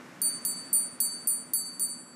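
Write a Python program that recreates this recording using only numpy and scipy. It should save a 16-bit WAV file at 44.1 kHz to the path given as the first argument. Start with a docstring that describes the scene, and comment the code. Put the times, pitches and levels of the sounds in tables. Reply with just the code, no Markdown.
"""Small bell in a quiet garden

A metal bell swings on a wooden post; its clapper strikes seven times, on alternate sides.
Each blow is a hard tick and a ring of paired modes that beat against each other.
One microphone hears it directly, with faint echoes from the post, ground and plants close by.
Far off, the murmur of the town slowly fades, along with a faint hiss."""
import sys
import numpy as np
from scipy import signal
from scipy.fft import rfft, irfft
from scipy.io import wavfile
from scipy.ndimage import map_coordinates

SR = 44100
rng = np.random.default_rng(int(sys.argv[2]) if len(sys.argv) > 2 else 0)


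def materialize(psi):
    """Save the field psi as 16-bit PCM at rate SR to the path in sys.argv[1].

    A 1-D psi becomes a single channel; in a 2-D psi each row is a channel.
    """
    bounded = np.clip(np.atleast_2d(psi).T, -1, 1)
    quanta = np.round(bounded * 32767).astype(np.int16)
    wavfile.write(sys.argv[1], SR, quanta)


N = 94815

# Clapper blows: start_s, strength_db, then the extra gain each gives to parts of the sound:
# low_modes_db, loudest_mode_db, upper_twins_db, tick_db
CLAPPER_BLOWS = [(0.2165, -4.5, 3.5, 1.5, 0, 6), (.4502, -4, 2, -2, 2, 9),
                 (0.7293, -1.5, -5.5, 1, -5.5, -5), (1.0024, -1, 1, -2.5, -3, 4.5),
                 (1.2726, -2.5, -5.5, -1, -5.5, 1.5), (1.5345, -1, 0, -5.5, 1, 3),
                 (1.7956, -7.5, 3.5, -0.5, 5, 11)]
# The bell's modes: pitch_hz
MODE_PITCHES = [4572, 6353, 7721, 9061.5, 10499, 10626, 10699, 11202, 13921]
# The same modes, each with a detuned twin:
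# level_db, t60_s, twin_offset_hz, twin_relative_db, twin_t60_s, swell_s
MODE_PAIRS = [(-41, 1.92, 3, -0.5, 1.06, 0.098), (-53.5, 1.42, -2.5, -7, 1.6, 0.09),
              (-37, 0.51, -12, -3.5, 1.07, 0.046), (-20, 0.45, 11.5, -10, 0.51, 0.05),
              (-48, 0.24, -2, -14, .3, 0.041), (-31.5, 0.17, -8.5, -4, .12, 0.043),
              (-33, 0.2, 21, -8, 0.11, 0.025), (-26.5, 0.35, 16.5, -13, 0.74, 0.039),
              (-20, 0.12, -7, -12, 0.22, 0.065)]
# Spectrum of the clapper's tick: frequency_hz, relative_db
TICK_SPECTRUM = [(2800, 9), (3600, -24), (4300, -8.5), (6000, -8.5), (7500, -0.5), (9300, -1), (11000, -2),
                 (12300, -14.5), (14000, -15.5), (15300, 2.5)]
# Echoes from surfaces near the bell: delay_s, level_db, swing_share
NEAR_ECHOES = [(.0031, -20, -0.82), (.0094, -16, 1), (.021, -37.5, -.8)]
# Spectrum of the distant town: frequency_hz, relative_db
TOWN_SPECTRUM = [(15, -69), (25, -60), (49, -74), (65, -22), (101, -19.5), (146, -5), (188, 0), (213, -7.5),
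                 (246, 3), (297, -6), (336, -5), (414, -11), (554, -10), (741, -13.5), (1120, -11.5),
                 (1440, -11.5), (3600, -35), (4680, -70), (7920, -120)]
# Low resonances in the town's murmur: pitch_hz, width_hz, level_db
TOWN_RESONANCES = [(175, 16.4, -85.5), (204.5, 12.5, -64.5), (245.2, 5.5, -59), (568, 4.2, -75)]
# Spectrum of the high hiss: frequency_hz, relative_db
HISS_SPECTRUM = [(1000, -43), (1800, 18), (3500, 6.5), (6000, 5), (10000, -0.5), (12000, -4), (15000, -16)]


def bell_ring(t, gain_db=2, contact_s=0.00072, ring_kept=0.25):
    """Each blow checks the old ring and restarts the mode pairs, which swell into step and beat."""
    ring = np.zeros(N)
    for start, strength_db, low_db, loudest_db, twins_db, _ in CLAPPER_BLOWS:
        age = np.maximum(t - start, 0)
        contact = np.sin(np.pi / 2 * np.minimum(age / contact_s, 1)) ** 2
        ring *= 1 - contact * (1 - ring_kept)
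        for k, (hz, pair) in enumerate(zip(MODE_PITCHES, MODE_PAIRS)):
            mode_db, t60, offset_hz, twin_db, twin_t60, swell_s = pair
            is_low, is_loudest = k < 2, k == 3
            level = undb(gain_db + strength_db + mode_db + low_db * is_low + loudest_db * is_loudest)
            # No two blows land on quite the same spot.
            spot_db, spot_s = rng.uniform(-6, 6), rng.uniform(-0.014, 0.014)
            if not is_low:
                twin_db += twins_db + spot_db
            phase = 2 * np.pi * (hz * age + rng.random())
            beat = 2 * np.pi * offset_hz * (age - swell_s - spot_s)
            mode = fade(age, t60) * np.sin(phase)
            twin = undb(twin_db) * fade(age, twin_t60) * np.sin(phase + beat)
            ring += level * contact * (mode + twin)
    return ring


def clapper_ticks(t, low_cut_hz=4020):
    """Metal meets metal with a short, thin crack, which the plants scatter."""
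    crack, scatter = np.zeros((2, N))
    for start, strength_db, *_, tick_db in CLAPPER_BLOWS:
        crack += undb(strength_db + tick_db) * fade(t - start, t60=0.018)
        scatter += undb(strength_db) * fade(t - start, t60=0.06)
    ticks = undb(-26) * crack * coloured(TICK_SPECTRUM)
    ticks += undb(-34.5) * scatter * coloured(TICK_SPECTRUM)
    return signal.sosfilt(signal.butter(8, low_cut_hz, "high", fs=SR, output="sos"), ticks)


def bell_swing(t, reach_m=0.0052, dip_db=-1.5):
    """The bell moves to and from the microphone, and dips in level as it turns away once a swing."""
    starts = [blow[0] for blow in CLAPPER_BLOWS]
    half_swings = np.polyval(np.polyfit(starts, np.arange(len(starts)), 1), t)  # one per blow
    lag_s = reach_m * np.cos(np.pi * half_swings) / 343  # sound travels at 343 m/s
    turn_at, turn_width = 0.887, 0.055  # in half swings
    from_turn = (half_swings - turn_at + 1) % 2 - 1
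    turned_away = np.exp(-(from_turn / turn_width) ** 2)
    return lag_s, undb(dip_db * turned_away)


def garden(ring, ticks, t, tail_db=-15.5):
    """The swing shifts the direct path against the near echoes; the ring leaves a thin, diffuse tail."""
    def delayed(x, delay_s):
        return map_coordinates(x, [(t - delay_s) * SR], order=5)

    lag_s, turn_gain = bell_swing(t)
    bell = ring + ticks
    direct = delayed(bell, lag_s)
    echoes = sum(undb(db) * delayed(bell, delay_s + share * lag_s) for delay_s, db, share in NEAR_ECHOES)
    response = rng.standard_normal(N) * fade(t, t60=0.38)
    tail = signal.fftconvolve(delayed(ring, -lag_s), response / np.linalg.norm(response))[:N]
    return turn_gain * (direct + echoes + undb(tail_db) * tail)


def distant_town(t, murmur_db_per_s=-2.5, drone_db_per_s=-3.5, top_hz=3600):
    """The town from far off: a low murmur and a few droning resonances, slowly ebbing."""
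    drone = np.zeros(N)
    for hz, width_hz, db in TOWN_RESONANCES:
        drone += undb(db + drone_db_per_s * t) * noise(lambda f: 1 / (1 + ((f - hz) / width_hz) ** 2))
    murmur = undb(-48 + murmur_db_per_s * t) * coloured(TOWN_SPECTRUM)
    return signal.sosfilt(signal.butter(4, top_hz, fs=SR, output="sos"), murmur + drone)


def faint_hiss(t, db_per_s=-5):
    """A high hiss dies away behind everything else."""
    return undb(-56 + db_per_s * t) * coloured(HISS_SPECTRUM)


def undb(db):
    """Decibels to amplitude."""
    return 10 ** (np.asarray(db) / 20)


def fade(t, t60):
    """Exponential decay from t = 0, falling 60 dB in t60 seconds."""
    return (t >= 0) * np.exp(-np.log(1000) * np.maximum(t, 0) / t60)


def noise(gain):
    """Noise of rms 1 whose spectrum follows gain(Hz)."""
    hz = np.maximum(np.fft.rfftfreq(N, 1 / SR), 1)
    x = irfft(rfft(rng.standard_normal(N)) * gain(hz), N)
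    return x / x.std()


def coloured(points):
    """Noise of rms 1 shaped by (Hz, dB) points, falling away below the first."""
    hz, db = np.array(points).T
    return noise(lambda f: undb(np.interp(np.log(f), np.log(hz), db)) * np.minimum(f / hz[0], 1) ** 2)


def scene():
    """The bell in its garden and the town beyond, at one microphone."""
    t = np.arange(N) / SR
    bell = garden(bell_ring(t), clapper_ticks(t), t)
    return (bell + distant_town(t) + faint_hiss(t))[None]


def record(dry):
    """The recorder cuts the top steeply."""
    top_hz = 15250
    return signal.sosfilt(signal.ellip(12, 0.2, 60, top_hz, fs=SR, output="sos"), dry)


dry = scene()
out = record(dry)
materialize(out)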